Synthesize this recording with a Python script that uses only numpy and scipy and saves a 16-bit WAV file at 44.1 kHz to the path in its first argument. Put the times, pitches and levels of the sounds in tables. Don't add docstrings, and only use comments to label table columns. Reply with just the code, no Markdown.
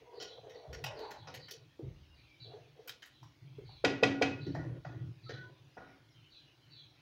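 import sys
import numpy as np
from scipy import signal
from scipy.fft import rfft, irfft, next_fast_len
from scipy.io import wavfile
from scipy.ndimage import uniform_filter1d, map_coordinates

SR = 44100
rng = np.random.default_rng(int(sys.argv[2]) if len(sys.argv) > 2 else 0)


def dump_mix(stems):
    frames = np.atleast_2d(stems).T
    limited = np.clip(frames, -1, 1)
    pcm = np.round(limited * 32767).astype(np.int16)
    wavfile.write(sys.argv[1], SR, pcm)


N = 309141

# frequency in Hz, relative level in dB per Hz.
AIR_COLOUR = [(150, -18), (220, -3.5), (310, 7.5), (430, -5.5), (800, -6.5), (1500, -12), (6000, -41),
              (8000, -27), (13000, -30), (15300, -21.5)]
# frequency in Hz, relative level in dB per Hz.
WASH_COLOUR = [(1200, -7), (2500, -0.5), (3500, -1.5), (6500, -11.5), (8000, -33.5)]
# frequency in Hz, middle level in dB.
WHINE_TONES = [(10153, -95.5)]
# from in seconds, to in seconds, middle level in dB.
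TWITTER_SPELLS = [(1.93, 2.75, -74), (6.13, 6.9, -72)]
# start in seconds, length in seconds, first pitch in Hz, level in dB.
SPARROW_CHIRPS = [(.13, .14, 4630, -55), (.27, .084, 4160, -52), (.54, .053, 4500, -58.5),
                  (.95, .11, 4650, -51), (1.16, .07, 4300, -56), (1.385, .089, 4740, -52.5),
                  (2.13, .11, 4530, -66), (2.39, .081, 4400, -50), (3.12, .078, 4000, -61),
                  (3.64, .15, 4390, -55), (4.4, .058, 4460, -50.5), (5.225, .14, 4340, -52),
                  (6.3, .096, 4260, -54.5), (6.7, .12, 4300, -51.5)]
# frequency in Hz, width in Hz, level in dB.
WINDOW_TONES = [(3300, 350, -3), (4000, 100, 3), (4430, 160, 0), (4850, 250, -4)]
# start in seconds, length in seconds, first pitch in Hz, level in dB.
CLEAR_PEEP = [(6.09, .045, 6000, -76)]
# start in
# seconds, length in seconds, pitch in Hz, level in dB.
THIN_SQUEAKS = [(0.05, 0.14, 960, -64), (2.1, 0.062, 2825, -70), (2.28, .08, 2330, -70),
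                (2.39, .06, 2330, -70), (5.261, 0.045, 1300, -57), (5.337, .14, 1490, -59),
                (5.425, .1, 1000, -66), (5.804, 0.19, 1283, -77)]
# start in seconds, time held in seconds, level in dB.
COOK_BUMPS = [(.67, .2, -51), (1.17, .25, -56), (1.55, .1, -61), (1.81, .06, -45), (2.38, .09, -55),
              (2.57, .05, -60), (3.2, .03, -54), (3.4, .28, -53), (4.3, .1, -45), (4.46, .025, -38),
              (4.555, .12, -39), (4.84, .06, -46), (4.94, .11, -41), (5.22, .2, -49), (5.58, .06, -59),
              (6.14, .05, -61), (6.6, .25, -66)]
# start in seconds, relative level in dB.
FOOT_THUDS = [(0.673, -47), (1.829, -45.5), (3.594, -53.5), (4.577, -47)]
# start in seconds, time held in seconds, level in dB, tone of the pot's air in Hz.
SPOON_STROKES = [(0, .05, -60, 470), (.1, .1, -52, 460), (.25, .1, -57, 500), (.415, .22, -54, 480),
                 (.67, .09, -53, 470), (.845, .04, -49, 600), (.92, .06, -47, 430), (1.01, .06, -49, 620),
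                 (1.26, .1, -59, 500), (1.51, .03, -60, 450), (1.8, .05, -56, 330), (2.44, .1, -54.5, 460),
                 (2.74, .11, -60, 480), (4.56, .12, -49, 330), (4.87, .1, -59, 330), (5.3, .03, -58, 330),
                 (5.41, .05, -62, 380)]
# start in seconds, level in dB, woody tone in Hz, then,
# against that level, pot body (1-2.5 kHz), clatter (2.5-7 kHz) and tick (over 9 kHz), all in dB.
SPOON_KNOCKS = [(.2, -38, 443, -10, -10.5, -43), (.221, -44, 390, -9, -6, -24),
                (.495, -41, 477, -17, -19, -36), (.728, -43, 1850, -9, -8, -27),
                (.839, -34, 800, -12, -7, -20), (.989, -39, 474, -28, -21, -36),
                (1.107, -43.5, 1830, -6, -9, -24), (1.271, -43, 780, -5, -13, -46),
                (1.34, -44, 1970, -9, -7, -18), (1.482, -48, 1810, -7, -11, -28),
                (1.509, -44.5, 430, -24, -2, -9), (1.79, -36, 380, -56, -60, -56),
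                (2.875, -43, 1500, -7, -9, -9), (2.891, -45, 1460, -23, -5, -14),
                (3.021, -43, 1740, -20, -15, -30), (3.058, -55, 1680, -7.5, -11, -8),
                (3.228, -48, 980, -29, -20, -33), (3.582, -40, 400, -45, -44, -50),
                (3.69, -49, 800, -22, -40, -50), (4.465, -26, 305, -30, -39, -62),
                (4.547, -31, 720, -14, -28, -50), (4.848, -38, 710, -7, -27, -60),
                (5.292, -35, 434, -8, -21, -54), (5.768, -42, 690, -2, -33, -75)]
# frequency in Hz, relative level in dB,
# time to fall 60 dB in seconds (each blow scales it).
POT_TONES = [(277, -11, 1.6), (448, -6, .25), (502, -7, 0.38), (716, 0, .2), (755, -2.5, .5),
             (1000, -10, .3), (1448, 1, .65), (1655, -8, .4), (1942, -3, .6), (2350, -9, .4),
             (2546, -3, .55), (3170, -3, .35), (3790, -5, .35), (4200, -6, .3), (4920, 0, .27)]
# frequency in Hz, time to fall 60 dB in seconds (each blow scales it).
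POT_DECAY = [(100, 0.84), (260, 0.9), (700, 0.55), (1840, 0.55), (4850, 0.47), (12800, 0.18)]
# start in seconds, blow level in dB, delay of the clack in seconds, clack level in dB.
RIM_TAPS = [(3.8408, -15.5, 0.0059, -22), (4.0269, -14.5, 0.0061, -22.5), (4.2136, -17.5, 0.0073, -24.5)]
# frequency in Hz, relative level in dB.
BLOW_COLOUR = [(90, -22), (300, 3), (800, -9.5), (1500, -26.5), (4000, -31), (12000, -52.5)]
# frequency in Hz, relative level in dB.
CLACK_COLOUR = [(300, -13), (900, -7.5), (1500, -5.5), (2600, -2.5), (4000, -11), (6200, -14.5),
                (8700, -36), (15500, -43.5)]

AIR_DB, WASH_DB = -74, -71.5
BUMP_RISE_S, BUMP_FALL_DB_PER_S = .025, 170
ROOM_STILL_DB, TAP_BOOM_DB = -70, -27
STROKE_RISE_S, STROKE_FALL_DB_PER_S = .035, 150
SPOON_HZ, SPOON_WIDTH_HZ = [1850, 3000, 5600], 90
SHARP_T60_S, T60_S_PER_DB = .13, .0035
TOP_HZ = 15800


def amp(db):
    return 10 ** (np.asarray(db) / 20)


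def unit(x):
    return x / np.sqrt(np.mean(x ** 2) + 1e-20)


def along(points, hz):
    f, v = np.transpose(points)
    return np.interp(np.log(hz + 1), np.log(f + 1), v)


def wobble(rate, size=N):
    knots = rng.standard_normal(int(size * rate / SR) + 4)
    return map_coordinates(knots, [np.arange(size) * rate / SR])


def filtered(x, response):
    m = next_fast_len(len(x) + 8192)
    return irfft(rfft(x, m) * response(np.fft.rfftfreq(m, 1 / SR)), m)[:len(x)]


def resonance(hz, width_hz):
    return lambda f: 1j * f * width_hz / (hz * hz - f * f + 1j * f * width_hz + 1e-9)


def add(track, s, sound):
    part = track[round(s * SR):][:len(sound)]
    part += sound[:len(part)]


def swell(sound, held, db, rise, fall_db_per_s):
    t = np.arange(len(sound)) / SR
    fall = amp(-fall_db_per_s * np.clip(t - rise - held, 0, None))
    shape = fall * np.clip(t / rise, 0, 1)
    return amp(db) * shape * sound * np.linalg.norm(shape) / np.linalg.norm(shape * sound)


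def dying_noise(t60_of, colour_db_of, size):
    hz, t, z = signal.stft(rng.standard_normal(size), SR, nperseg=256)
    hz = hz[:, None]
    return signal.istft(z * amp(colour_db_of(hz) - 60 * t / t60_of(hz)), SR, nperseg=256)[1][:size]


def background():
    air = amp(AIR_DB) * unit(filtered(rng.standard_normal(N), lambda f: amp(along(AIR_COLOUR, f))))
    z = signal.stft(rng.standard_normal(N), nperseg=512)[2]
    field = uniform_filter1d(uniform_filter1d(rng.standard_normal(z.shape), 3, 0), 16, 1)
    patchy = signal.istft(z * amp(3.5 * unit(field)), nperseg=512)[1][:N]
    wash = amp(WASH_DB) * unit(filtered(patchy, lambda f: amp(along(WASH_COLOUR, f))))
    t = np.arange(N) / SR
    whine = sum(amp(db + 2.8 * wobble(7.5)) * np.sin(2 * np.pi * hz * t) for hz, db in WHINE_TONES)
    return air + wash + whine


def whistles(rows, fall, warble_hz, depth_hz, echo_t60, direct_db):
    out = np.zeros(N)
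    for s, length, first_hz, db in rows:
        u = np.linspace(0, 1, round(length * SR))
        hz = first_hz * (1 - fall * u) + depth_hz * np.sin(2 * np.pi * warble_hz * length * u)
        call = np.sin(np.pi * u) ** .5 * np.sin(2 * np.pi * np.cumsum(hz) / SR)
        tail = rng.standard_normal(SR // 2) * amp(-60 * np.arange(SR // 2) / SR / echo_t60)
        tail = tail / np.linalg.norm(tail)
        tail[0] = amp(direct_db)
        add(out, s, amp(db) * signal.fftconvolve(call, tail))
    return out


def twitter(notes_per_s=22):
    rows = []
    for start, end, db in TWITTER_SPELLS:
        u = rng.random((round(notes_per_s * (end - start)), 4))
        for a, b, c, d in u:
            rows.append((start + a * (end - start), .025 + b / 30, 2250 + 900 * c, db + 8 * d - 4))
    return whistles(rows, fall=.04, warble_hz=70, depth_hz=110, echo_t60=.2, direct_db=-3)


def sparrows():
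    chirps = whistles(SPARROW_CHIRPS, fall=0.19, warble_hz=54.3, depth_hz=380, echo_t60=0.44, direct_db=-10.5)
    return filtered(chirps, lambda f: 0.19 + sum(amp(db) * resonance(hz, width)(f)
                                                 for hz, width, db in WINDOW_TONES))


def peep():
    return whistles(CLEAR_PEEP, fall=.21, warble_hz=0, depth_hz=0, echo_t60=.2, direct_db=0)


def squeaks():
    return whistles(THIN_SQUEAKS, fall=0, warble_hz=37, depth_hz=25, echo_t60=.3, direct_db=1)


def room_modes(f):
    low = (resonance(115, 30)(f) - 0.6 * resonance(152, 35)(f)) * resonance(125, 120)(f)
    return low + amp(-20) * resonance(310, 70)(f) ** 2


def rumble(size):
    return amp(2.6 * wobble(14, size)) * filtered(rng.standard_normal(size), room_modes)


def boom():
    room, t = amp(ROOM_STILL_DB) * unit(rumble(N)), np.arange(SR // 2) / SR
    tap_bumps = [(s, .05, db + TAP_BOOM_DB) for s, db, *_ in RIM_TAPS]
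    for s, held, db in COOK_BUMPS + tap_bumps:
        add(room, s, swell(rumble(len(t)), held, db, BUMP_RISE_S, BUMP_FALL_DB_PER_S))
    for s, db in FOOT_THUDS:
        shake = unit(filtered(rng.standard_normal(len(t)), lambda f: resonance(62, 50)(f) ** 2))
        add(room, s, amp(db - 1 - 60 * t / 1.2) * (1 - np.exp(-t / 0.0093)) * shake)
    deep = unit(filtered(rng.standard_normal(N), lambda f: resonance(65, 50)(f) ** 2))
    return room + amp(-76.5) * deep


def drag(lumpy_db=3, wall_db=-10):
    out, size = np.zeros(N), SR // 2
    for s, held, db, cavity_hz in SPOON_STROKES:
        lumps = wobble(30, size) + wobble(110, size) / 2
        rub = rng.standard_normal(size) * amp(lumpy_db * lumps)
        tone = lambda hz, width: unit(filtered(rub, lambda f: resonance(hz, width)(f) ** 2))
        drift = wobble(6.4, size) - np.linspace(-1, 3, size)
        effort = np.clip((db + 57) / 9, 0, 1) * cavity_hz / 550
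        low = amp(2 * drift) * tone(cavity_hz, 125)
        high = amp(-2 * drift) * (0.45 + 0.4 * effort) * tone(1.35 * cavity_hz, 200)
        wall = amp(wall_db) * (2 * tone(900, 400) + tone(1350, 500))
        stroke = low + high + effort ** 2 * wall
        add(out, s, swell(stroke, held, db, STROKE_RISE_S, STROKE_FALL_DB_PER_S))
    return out


def strike(colour, slow, ring_db, clatter_db, size=SR * 3 // 4):
    t = np.arange(size) / SR
    ring = 0
    for hz, db, t60 in POT_TONES:
        split = rng.uniform(.003, .01)
        lower = np.sin(2 * np.pi * hz * (1 - split / 2) * t)
        upper = np.sin(2 * np.pi * hz * (1 + split / 2) * t)
        luck_db = rng.normal(0, 2)
        flutter_db = min(hz / 500, 4) * np.interp(t, t[::700], rng.standard_normal(len(t[::700])))
        level_db = along(colour, hz) + db + ring_db + luck_db + flutter_db
        ring = ring + amp(level_db - 60 * t / (t60 * slow)) * (lower + .6 * upper)
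    clatter = dying_noise(lambda hz: slow * along(POT_DECAY, hz), lambda hz: along(colour, hz) + clatter_db, size)
    return ring + clatter


def knocks():
    out, t = np.zeros(N), np.arange(SR * 2 // 5) / SR
    comb = np.arange(300, 16000, 350)
    onset = 1 - np.exp(-t / .002)
    for s, db, tone_hz, body_db, clatter_db, tick_db in SPOON_KNOCKS:
        t60 = np.clip(SHARP_T60_S - T60_S_PER_DB * tick_db, .05, .6)
        grip = np.append(1, rng.standard_normal(len(t[220::220])))
        clicks = amp(4 * np.interp(t, t[::220], grip))
        fading = clicks * amp(-60 * t / t60) * onset
        wood = unit(filtered(rng.standard_normal(len(t)), resonance(tone_hz, 0.24 * tone_hz))) * fading
        wood = filtered(wood, lambda f: resonance(tone_hz, tone_hz)(f) ** 2)
        colour = [(500, body_db - 7), (1500, body_db - 2), (3000, clatter_db), (6000, clatter_db - 0.5),
                  (8500, tick_db - 4), (15500, tick_db + 6)]
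        spots = rng.normal(0, 4, len(comb))
        ragged = np.transpose([comb, along(colour, comb) + spots])
        clatter = strike(ragged, slow=t60 / 0.36, ring_db=-10, clatter_db=4.5, size=len(t))
        spoon_db = 3 + rng.normal(0, 4, len(SPOON_HZ))
        clatter = filtered(clatter, lambda f: 1 + sum(amp(g) * resonance(hz, SPOON_WIDTH_HZ)(f)
                                                      for hz, g in zip(SPOON_HZ, spoon_db)))
        contact = amp(-10) * wood + clatter * clicks ** .6 * onset
        add(out, s, amp(db) * contact * (1 - (t / t[-1]) ** 4))
    return out


def taps():
    out, t = np.zeros(N), np.arange(SR * 3 // 4) / SR
    for s, blow_db, delay, clack_db in RIM_TAPS:
        spoon = amp(-60 * t / 0.028) * np.sin(2 * np.pi * 460 * t - 0.9 * np.exp(-t / 0.003))
        blow = spoon + strike(BLOW_COLOUR, slow=0.78, ring_db=-9, clatter_db=1.5)
        add(out, s, amp(blow_db) * blow * (1 - np.exp(-t / 0.0014)))
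        first = 1 + 4.8 * np.exp(-t / 0.0056)
        clack = strike(CLACK_COLOUR, slow=.82, ring_db=-12, clatter_db=-.5) * first
        add(out, s + delay, amp(clack_db) * clack * (1 - np.exp(-t / 0.003)))
    return out


def scene():
    outdoors = twitter() + sparrows() + peep()
    kitchen = squeaks() + boom() + drag() + knocks() + taps()
    return (background() + outdoors + kitchen)[None]


def record(dry):
    return filtered(dry[0], lambda f: (1j * f / (45 + 1j * f)) ** 2 * (f < TOP_HZ))[None]


dry = scene()
out = record(dry)
dump_mix(out)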